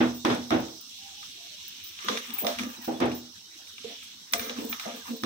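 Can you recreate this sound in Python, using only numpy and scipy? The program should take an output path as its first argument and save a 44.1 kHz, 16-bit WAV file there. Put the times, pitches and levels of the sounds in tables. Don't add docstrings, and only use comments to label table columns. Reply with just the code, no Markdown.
import sys
import numpy as np
from scipy import signal
from scipy.fft import rfft, irfft, next_fast_len
from scipy.io import wavfile
from scipy.ndimage import uniform_filter1d

SR = 44100
rng = np.random.default_rng(int(sys.argv[2]) if len(sys.argv) > 2 else 0)


def gain_from_db(level_db):
    decades = np.asarray(level_db, float) / 20
    return 10 ** decades


def materialize(psi):
    bounded = np.clip(np.atleast_2d(psi).T, -1, 1)
    quanta = np.round(bounded * 32767).astype(np.int16)
    wavfile.write(sys.argv[1], SR, quanta)


N = 231766


def rms_one(x):
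    return x / np.sqrt(np.mean(x ** 2) + 1e-20)


def white_noise():
    return rng.standard_normal((2, N))


def butter(x, order, hz, kind):
    return signal.sosfilt(signal.butter(order, hz, kind, fs=SR, output="sos"), x)


def in_time(rows):
    s, *columns = np.transpose(rows)
    return np.array([np.interp(np.arange(N) / SR, s, c) for c in columns])


def at_hz(points, hz):
    table_hz, values = np.transpose(points)
    return np.interp(np.log(hz), np.log(table_hz), values)


def octaves_off(hz, spot_hz):
    return abs(np.log2(hz / spot_hz))


def drift(rate):
    r = np.exp(-80 * np.pi * rate / SR)
    slow = signal.lfilter([1], [1, -2 * r, r * r], rng.standard_normal(N // 40 + 2002))[2000:]
    return np.interp(np.arange(N) / 40, np.arange(len(slow)), rms_one(slow))


def grains(per_s, spread_db):
    sizes = gain_from_db(spread_db * np.minimum(rng.exponential(1, (2, N)), 5))
    signs = rng.choice([-1, 1], (2, N))
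    return rms_one(sizes * signs * (rng.random((2, N)) < per_s / SR))


def bank(source, spectrum, shape=lambda hz: 1, patchy_db=0):
    low, high = spectrum[0][0], min(spectrum[-1][0], .45 * SR)
    edges = np.geomspace(low, high, int(2.5 * np.log2(high / low)) + 2)
    centres = np.sqrt(edges[1:] * edges[:-1])
    levels = gain_from_db(at_hz(spectrum, centres))
    levels = levels / np.sqrt(np.sum(levels ** 2 * np.diff(edges)) * 2 / SR)
    source = source + 1e-18
    sources = source, np.roll(source, 9973, axis=1)
    out = np.zeros((2, N))
    for k, hz in enumerate(centres):
        flicker = gain_from_db(patchy_db * drift(9.7)) if patchy_db else 1
        band = butter(sources[k % 2], 2, edges[k:k + 2], "band")
        out += band * (levels[k] * flicker * shape(hz))
    return out


def ring(drive, modes):
    out = 0
    for k, (hz, level_db, t60_s) in enumerate(modes):
        r, w = gain_from_db(-60 / (t60_s * SR)), 2 * np.pi * hz / SR
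        mode = signal.lfilter([0, np.sin(w)], [1, -2 * r * np.cos(w), r * r], drive(hz) + 1e-18)
        out = out + (-1) ** k * gain_from_db(level_db) * mode
    return out


def strikes(times, levels_db, scatter_db):
    clicks = np.zeros((2, N))
    luck = rng.standard_normal((len(times), 2))
    size = gain_from_db(levels_db + scatter_db * luck[:, 0])
    clicks[:, (times * SR).astype(int)] = size, size * np.clip(luck[:, 1], -1, 1)
    return clicks


def dying(times, gains, rise_s, t60_s):
    out = np.zeros(N)
    for s, gain, rise, decay in zip(*np.broadcast_arrays(times, gains, rise_s, t60_s)):
        start, decay = int(s * SR), max(decay, .01)
        t = np.arange(min(N - start, int(decay * SR))) / SR
        out[start:start + len(t)] += gain * (1 - np.exp(-t / max(rise, 1e-4))) * gain_from_db(-60 * t / decay)
    return out


def efforts(times, held_s, levels_db, rise_db_per_s, fall_db_per_s):
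    t = np.arange(N) / SR
    out = np.zeros(N)
    for s, hold, level_db in zip(*np.broadcast_arrays(times, held_s, levels_db)):
        near = slice(max(int((s - .3) * SR), 0), int((s + hold + .5) * SR))
        rise_db = rise_db_per_s * np.maximum(s - t[near], 0)
        fall_db = fall_db_per_s * np.maximum(t[near] - s - hold, 0)
        out[near] += gain_from_db(level_db - rise_db - fall_db)
    return uniform_filter1d(out, size=200)


# frequency in Hz, level in dB per Hz.
HUM_SPECTRUM = [(25, -26), (32, -99), (75, 10), (156, -3), (221, 9), (578, -8.5), (772, -4.5), (1070, -0.5),
                (1320, -2.5), (1510, 0.5), (2230, -2.5), (2500, 16.5), (3250, -21), (5500, -120)]


def hum():
    return gain_from_db(-65) * bank(white_noise(), HUM_SPECTRUM, patchy_db=4.5)


# start in seconds, held in seconds, pitch in Hz, glide in Hz per s, level in dB.
BIRD_CALLS = [
    (1.019, 0.077, 770, 100, -55),
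    (1.12, 0.096, 790, 96, -61),
    (1.388, 0.078, 705, -150, -65.5),
    (1.514, 0.042, 615, -200, -67.5),
]
# start in seconds, from Hz, to Hz, length in seconds, level in dB.
BIRD_CHIRPS = [(2.755, 4150, 3750, .04, -49), (2.8, 1960, 1860, .05, -52), (3.25, 4900, 4400, .04, -55),
               (3.52, 4300, 3600, .045, -54), (5.0, 1750, 1450, .045, -51)]


def birds():
    out, t = np.zeros(N), np.arange(N) / SR
    for s, held_s, hz, glide, level_db in BIRD_CALLS:
        pitch_hz = (hz + glide * (t - s)) * (1 + 0.037 * drift(80))
        tone = np.sin(2 * np.pi * np.cumsum(pitch_hz) / SR)
        out += efforts([s], held_s, level_db, 496, 496) * gain_from_db(4.2 * drift(47)) * tone
    for s, from_hz, to_hz, length_s, level_db in BIRD_CHIRPS:
        pitch_hz = np.linspace(from_hz, to_hz, int(length_s * SR))
        tone = np.sin(2 * np.pi * np.cumsum(pitch_hz) / SR)
        start = int(s * SR)
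        out[start:start + len(tone)] += gain_from_db(level_db) * np.hanning(len(tone)) * tone
    return out * [[1], [-.8]]


# centre in seconds, peak in dB, length in seconds.
PHONE_JOLTS = [(0.623, -50, 0.093), (1.28, -70, 0.15), (2.596, -55.5, 0.13), (4.398, -56.5, 0.086),
               (4.64, -61, 0.18), (5.254, -34, 0.018)]


def jolts():
    t = np.arange(N) / SR
    lumps = sum(gain_from_db(peak_db) * np.exp(-((t - s) / length_s) ** 2 * 4) for s, peak_db, length_s in PHONE_JOLTS)
    return lumps * rms_one(butter(white_noise(), 2, [30, 120], "band"))


# start in seconds, peak in dB, breadth in dB, first blow in dB, strongest Hz.
DISTANT_BANGS = [
    (0.004, -17, -1, -5, 256),
    (0.248, -18, -0.5, -9.5, 246),
    (0.298, -21.5, -2.5, -15, 333),
    (0.503, -24, -7.5, -21, 330),
    (0.513, -18.5, -3, -6.5, 320),
    (2.877, -27, -9.5, -2.5, 625),
    (3.001, -25.5, -4.5, -10, 400),
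    (3.012, -20, -3.5, -9, 270),
    (5.234, -33.5, 5, 0.5, 260),
]
# frequency in Hz, level in dB per Hz.
BANG_SPECTRUM = [(24, -34), (40, -46.5), (166, -15.5), (228, -7), (329, -5.5), (421, -10.5), (796, -11),
                 (1040, -17), (1180, -14), (2990, -25), (6240, -49.5), (10200, -71), (14000, -37)]
# frequency in Hz, t60 in seconds.
ROOM_T60 = [(60, 0.34), (250, 0.31), (700, 0.31), (2000, 0.27), (6000, 0.47)]
# frequency in Hz, level in dB, t60 in seconds.
STOVE_MODES = [(85, -14, .4), (131, -8, .4), (205, -19, .35), (243, 1, .54), (285, -10, .3), (323, 1, .33),
               (362, -8, .3), (435, -12, .3), (475, -9, .3), (519, -8, .3), (687, -12, .35),
               (793, -13, .35), (935, -15, .33), (1197, -16, .3), (1300, -18, .25), (1605, -20, .22),
               (398, -9, .2), (732, -14, .3), (899, -16, .28), (1434, -16, .3), (1523, -20, .3),
               (1780, -19, .2), (2046, -19, .26), (2315, -19, .22)]


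def bangs():
    s, peak_db, breadth_db, blow_db, spot_hz = np.transpose(DISTANT_BANGS)
    white = white_noise()

    def colour_db(hz):
        lows, highs = np.clip(np.log2(200 / hz), 0, 1), np.clip(np.log2(hz / 700), 0, 1)
        return peak_db + (8.5 + 0.8 * breadth_db) * lows + (1 + breadth_db) * highs

    def swell(hz):
        build_s = .012 * (250 / hz) ** 0.53
        return dying(s, gain_from_db(colour_db(hz)), build_s, at_hz(ROOM_T60, hz) * (1 - 0.0622 * breadth_db))

    def thud(hz):
        click_db = colour_db(hz) + blow_db - 20 * (hz < 200) - 3.5 * octaves_off(hz, spot_hz)
        return gain_from_db(-49) * white * swell(hz) + strikes(s, click_db, scatter_db=1)

    gate = np.clip(efforts(s, .28, 0, rise_db_per_s=1000, fall_db_per_s=400), gain_from_db(-16), 1)
    return gate * (gain_from_db(-5) * bank(white, BANG_SPECTRUM, swell) + ring(thud, STOVE_MODES))


# time in seconds, sizzle in dB, big-bubble share in dB.
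FRYING_LEVELS = [(0.0, -48, -83), (0.6, -48.5, -43.5), (1.0, -49, 5), (1.95, -49, 11.5), (2.17, -43.5, 20),
                 (2.32, -56, 27), (2.66, -53.5, 21), (2.8, -51.5, -78), (3.5, -52.5, -38),
                 (3.88, -49, 17.5), (4.13, -51.5, 12), (4.36, -51.5, -68), (4.9, -49, 19), (5.26, -50, -27)]
# frequency in Hz, level in dB per Hz.
SIZZLE_SPECTRUM = [(1300, -73), (1900, -19.5), (2400, -10.5), (2900, 1), (3800, 2), (6000, 2.5), (9000, -6),
                   (16500, -10)]


def sizzle():
    level_db, big_db = in_time(FRYING_LEVELS)
    fizz = grains(per_s=11000 * gain_from_db(1.5 * drift(13)), spread_db=3.3)

    def bubbles(hz):
        return gain_from_db(level_db - 0.5 + big_db * np.clip(np.log2(4200 / hz), 0, 1))

    def singing(hz):
        return fizz * gain_from_db(level_db + 4.86 * drift(8.9))

    bubble_tones = [(hz, 0, .1) for hz in (2780, 3050, 3260, 3450, 3690, 3820, 4360, 5480, 5820)]
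    return bank(fizz, SIZZLE_SPECTRUM, bubbles, patchy_db=1.2) + gain_from_db(-43) * ring(singing, bubble_tones)


# start in
# seconds, peak in dB, struck spot in Hz.
BOTTOM_CLONKS = [(2.043, -42, 395), (2.084, -24.5, 1043), (2.365, -38.5, 830), (2.414, -34, 415),
                 (2.446, -22, 690), (2.877, -19.5, 750), (3.843, -33, 455), (4.335, -32, 690),
                 (4.559, -42, 604), (4.851, -27.5, 653), (5.054, -33, 1026), (5.094, -51, 520)]
# frequency in Hz, level in dB, t60 in seconds.
CLANK_MODES = [(395, -3, .12), (455, 0, .15), (520, 0, .14), (600, -3, .12), (690, 0, .14), (800, -3, .12),
               (930, -3, .12), (1050, -5, .1)]


def clonks():
    s, peak_db, spot_hz = np.transpose(BOTTOM_CLONKS)
    crumbs = butter(white_noise(), 2, 300, "high")

    def blow(hz):
        off = octaves_off(hz, spot_hz)
        crumble = crumbs * dying(s, gain_from_db(peak_db - 29.5 - 117 * off), rise_s=0.00053, t60_s=0.26)
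        return crumble + strikes(s + 0.0022, peak_db - 7 - 60 * off, scatter_db=3)

    return ring(blow, CLANK_MODES)


# full force at seconds, held in seconds, boom in dB, clank share in dB, clank Hz.
LOAD_SHOVES = [(2.06, 0.015, -45, -5, 400), (2.099, 0.041, -38.5, 3.5, 442), (2.172, 0.036, -58.5, 6, 433),
               (2.29, 0.053, -51, -13.5, 393), (2.438, 0.055, -36, 4, 670), (2.598, 0.074, -37.5, -12, 545),
               (2.783, 0.0037, -47, -10, 745), (3.859, 0.063, -56, -1, 646), (4.344, 0.0028, -43.5, 4, 495),
               (4.409, 0.073, -48.5, 1.5, 448), (4.503, 0.0089, -44, -1, 514), (4.58, 0.071, -37, -7, 445),
               (4.7, 0.039, -51, -10, 400), (4.864, 0.012, -45, 9.5, 665), (4.931, 0.047, -50, -5.5, 470),
               (5.1, 0.049, -40, -8.5, 513), (5.222, 0.0046, -49, -7, 500)]
# full contact at seconds, held in seconds, level in dB.
EDGE_DRAGS = [(2.007, 0.074, -39.5), (2.111, 0.079, -35), (2.25, 0.43, -44.5), (2.48, 0.033, -39.5),
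              (2.621, 0.032, -38.5), (2.7, 0.055, -44.5), (3.81, 0.018, -58), (4.35, .02, -36),
              (4.395, 0.11, -35), (4.57, 0.04, -41), (4.735, 0.015, -34.5), (4.82, 0.07, -38),
              (4.93, 0.061, -49), (5.062, 0.027, -41.5)]
# frequency in Hz, level in dB per Hz.
SCRAPE_SPECTRUM = [(600, -42), (950, 1.5), (1280, -9), (1700, -3), (2300, 0), (4000, -9), (6000, -2),
                   (10000, -9.5), (16500, -4.5)]
# frequency in Hz, level in dB, t60 in seconds.
BOOM_MODES = [(216.7, 4, 0.095), (243.6, 4.5, 0.24), (280, -2.5, 0.21), (326.2, -2.5, 0.093)]
# frequency in Hz, level in dB, t60 in seconds.
WALL_MODES = [(1000, -6, .08), (1200, 0, .09), (1300, -4, .08), (1605, -6, .07), (2060, -2, .07),
              (2370, -3, .07), (2850, -4, .06), (3450, -7, .05), (3790, -6, .05), (5480, -12, .04),
              (6250, -12, .03)]
# frequency in Hz, level in dB, t60 in seconds.
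HOLLOW_MODES = [(1275, -1, 0.018), (2357, -0.5, 0.01), (3870, -20.5, 0.014)]


def scrape():
    s, held_s, boom_db, share_db, spot_hz = np.transpose(LOAD_SHOVES)
    shake = grains(per_s=2300 * gain_from_db(2 * drift(27)), spread_db=2.5)
    rasp = efforts(*np.transpose(EDGE_DRAGS), rise_db_per_s=491, fall_db_per_s=296)
    grit = rasp * grains(per_s=2500 * gain_from_db(2.4 * drift(21)), spread_db=3)

    def force(level_db):
        return efforts(s, held_s, level_db, rise_db_per_s=896, fall_db_per_s=389)

    def clank(hz):
        return force(boom_db + share_db - 20 * octaves_off(hz, spot_hz)) * shake * gain_from_db(2 * drift(18))

    boom = gain_from_db(-1) * force(boom_db) * rms_one(ring(lambda hz: shake, BOOM_MODES))
    bottom = boom + gain_from_db(-26) * ring(clank, CLANK_MODES)
    thump = ring(lambda hz: strikes(s, boom_db - 1.5, scatter_db=2), BOOM_MODES)
    thump = signal.lfilter([.1], [1, -.9], thump)
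    wall = gain_from_db(-42) * ring(lambda hz: grit * gain_from_db(4 * drift(13)), WALL_MODES[1:7])
    hollow = gain_from_db(-33) * ring(lambda hz: grit * gain_from_db(2 * drift(15)), HOLLOW_MODES)
    return bottom + thump + wall + hollow + gain_from_db(-9.5) * bank(grit, SCRAPE_SPECTRUM, patchy_db=2.5)


# start in seconds, held in seconds, level in dB.
RIM_CHATTER = [(.156, .005, -43), (1.68, .06, -72), (1.84, 0.044, -44.5), (2.048, .005, -60),
               (2.084, .005, -47), (2.338, 0.0077, -42), (2.385, 0.012, -29), (2.44, 0.05, -42),
               (2.59, .01, -50), (2.84, 0.035, -59), (3.147, .004, -39), (4.323, .004, -42),
               (4.336, .004, -46), (4.385, 0.077, -39.5), (4.61, .005, -57), (4.655, 0.0046, -52),
               (4.693, 0.016, -34.5), (4.798, .005, -52)]
# start in seconds, peak in dB, strongest Hz.
SPOON_TAPS = [(0.146, -40, 15200), (0.6016, -37, 14000), (0.8085, -41, 15100), (1.679, -31, 12300),
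              (1.7389, -69, 15300), (1.839, -33, 13700), (2.0456, -35, 15700), (2.338, -26, 14900),
              (2.384, -21, 15000), (2.819, -38, 15060), (2.846, -36, 15240), (3.148, -36, 13900),
              (4.323, -23, 12900), (4.3778, -29, 15200), (4.3955, -28, 15200), (4.6058, -42, 14000),
              (4.6487, -38, 14700), (4.695, -42, 13600), (5.166, -38, 15700), (5.2194, -35, 12300)]
# frequency in Hz, level in dB, t60 in seconds.
SPOON_MODES = [(7300, -22, .06), (8660, -11, .12), (9450, -10, .1), (9700, -16, .07), (12220, -13, .07),
               (12950, -20, .05), (13900, -5, .06), (13990, -8, .09), (14450, -11, .05), (14710, -7, .07),
               (14870, -6, .08), (15100, -6, .05), (15240, 0, .08), (15340, -3, .05), (15650, -11, .04)]


def spoon():
    s, peak_db, spot_hz = np.transpose(SPOON_TAPS)
    contact = efforts(*np.transpose(RIM_CHATTER), rise_db_per_s=2500, fall_db_per_s=350)
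    rub = gain_from_db(-29.5) * contact * grains(per_s=2500, spread_db=-2)

    def drive(hz):
        tap_db = peak_db - 6 - 20 * np.minimum(octaves_off(hz, spot_hz), .3)
        return rub * gain_from_db(2.7 * drift(5.2)) + strikes(s, tap_db, scatter_db=4)

    return ring(drive, SPOON_MODES)


# start in seconds, peak in dB, brightness in dB, t60 in seconds, clack Hz.
POT_KNOCKS = [(0.2494, -9.5, -21.5, 0.38, 1010), (0.2999, -15.5, -27, 0.37, 1180),
              (0.345, -23.5, -2, 0.058, 5500), (0.5057, -13, -21, 0.067, 1200),
              (0.6839, -25, -17, 0.1, 3800), (1.229, -25, -17, 0.25, 1730),
              (1.989, -20.5, -30, 0.062, 2880), (2.0843, -5.5, -27, 0.29, 1200),
              (2.173, -12.5, -21, 0.073, 3370), (2.304, -20.5, -12, 0.068, 3450),
              (2.366, -25, -25, 0.11, 1510), (2.3878, -22, -15, 0.12, 2400), (2.4462, -17, -19, 0.12, 1190),
              (2.4673, -9, -19, 0.53, 2370), (2.5864, -16.5, -14, 0.18, 2380), (2.594, -17, -30, 0.1, 2060),
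              (2.6337, -20.5, -11, 0.05, 1660), (2.8457, -24, -8, 0.1, 5320), (3.0016, -15, -18, 0.11, 980),
              (3.052, -33, 7, 0.05, 6000), (3.116, -21, -17, 0.35, 3070), (3.6722, -28, -6, 0.12, 3740),
              (3.7076, -31, -23, 0.092, 3840), (3.781, -23.5, -25, 0.11, 3360),
              (4.0265, -27.5, -2.5, 0.17, 2920), (4.3349, -4, -11, 0.15, 2060),
              (4.395, -15.5, -30, 1, 2370), (4.495, -14.5, -27, 0.17, 2980), (4.565, -26, -20, 0.21, 1290),
              (4.7272, -12, -51, 0.16, 2270), (4.7971, -16, -16.5, 0.35, 2440),
              (5.0804, -23, -36, 0.2, 1190), (5.235, -12, -21.5, 0.43, 1090)]


def knocks():
    s, peak_db, bright_db, t60_s, clack_hz = np.transpose(POT_KNOCKS)

    def blow(off_spot_db, scatter_db):
        return lambda hz: strikes(s, peak_db - 16 - off_spot_db * octaves_off(hz, clack_hz), scatter_db)

    def tail(hz):
        bright = bright_db * np.clip(np.log2(hz / 4000), 0, 1)
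        gain = gain_from_db(peak_db + bright - 2.9 * np.maximum(np.log2(clack_hz / hz), 0))
        firm = np.clip((peak_db + 25.5) / 14, 0, 1)
        crack = dying(s, gain * firm, rise_s=0.00075, t60_s=0.013)
        return gain_from_db(1) * crack + gain_from_db(-14.5) * dying(s, gain, 0.004, t60_s)

    wall = ring(blow(19.6, 3.5), [(hz, db, 0.65 * t) for hz, db, t in WALL_MODES])
    hollow = ring(blow(7.6, 6), HOLLOW_MODES)
    spectrum = [(600, 3.5), (1200, 13.5), (2500, 5.5), (6000, 15.5), (9000, 22), (16500, 10)]   # Hz, dB per Hz
    return wall + hollow + bank(white_noise(), spectrum, tail)


# frequency in Hz, left-right likeness from 0 to 1.
STEREO_LIKENESS = [(60, 0.99), (130, 0.83), (290, 1), (640, 0.31), (1400, 0.077), (3000, 0.013),
                   (7000, 0.011), (15000, 0.029)]
# frequency in Hz, left minus right in dB.
STEREO_LEAN = [(60, -3), (92, -2), (140, 0), (210, 1.5), (330, -5), (500, 2), (770, -1), (1170, 1),
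               (1790, -2), (2740, 0.5), (4190, -3), (6200, -7.5), (7600, 6), (9810, 7), (12000, 2),
               (15000, 1)]
# frequency in Hz, gain in dB.
MICROPHONE_COLOUR = [(3000, 0), (3750, 4), (4700, -3), (5500, 2), (6250, 2), (6700, -5), (8300, -3),
                     (9100, -9), (9700, -6), (11000, -10), (12500, -4), (15300, 0), (15800, -1),
                     (16050, -70)]


def scene():
    far = hum() + birds() + jolts() + bangs()
    pot = sizzle() + clonks() + scrape() + spoon() + knocks()
    size = next_fast_len(N)
    mid, side = rfft(far + pot, size)
    hz = np.maximum(np.arange(len(mid)) * SR / size, 1)
    alike, lean = np.clip(at_hz(STEREO_LIKENESS, hz), 0, 1), gain_from_db(at_hz(STEREO_LEAN, hz) / 2)
    mid, side = mid * np.sqrt(1 + alike), side * np.sqrt(1 - alike)
    late = np.exp(-2j * np.pi * hz * 13 / 44100)
    ports = np.array([(mid + side) * lean * late, (mid - side) / lean])
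    return irfft(ports * gain_from_db(at_hz(MICROPHONE_COLOUR, hz)), size)[:, :N]


def low_pass(x):
    return signal.sosfilt(signal.butter(12, 16970, fs=SR, output="sos"), x)


def record(dry):
    mix = butter(dry, 3, 62, "high")
    return low_pass(mix)


dry = scene()
out = record(dry)
materialize(out)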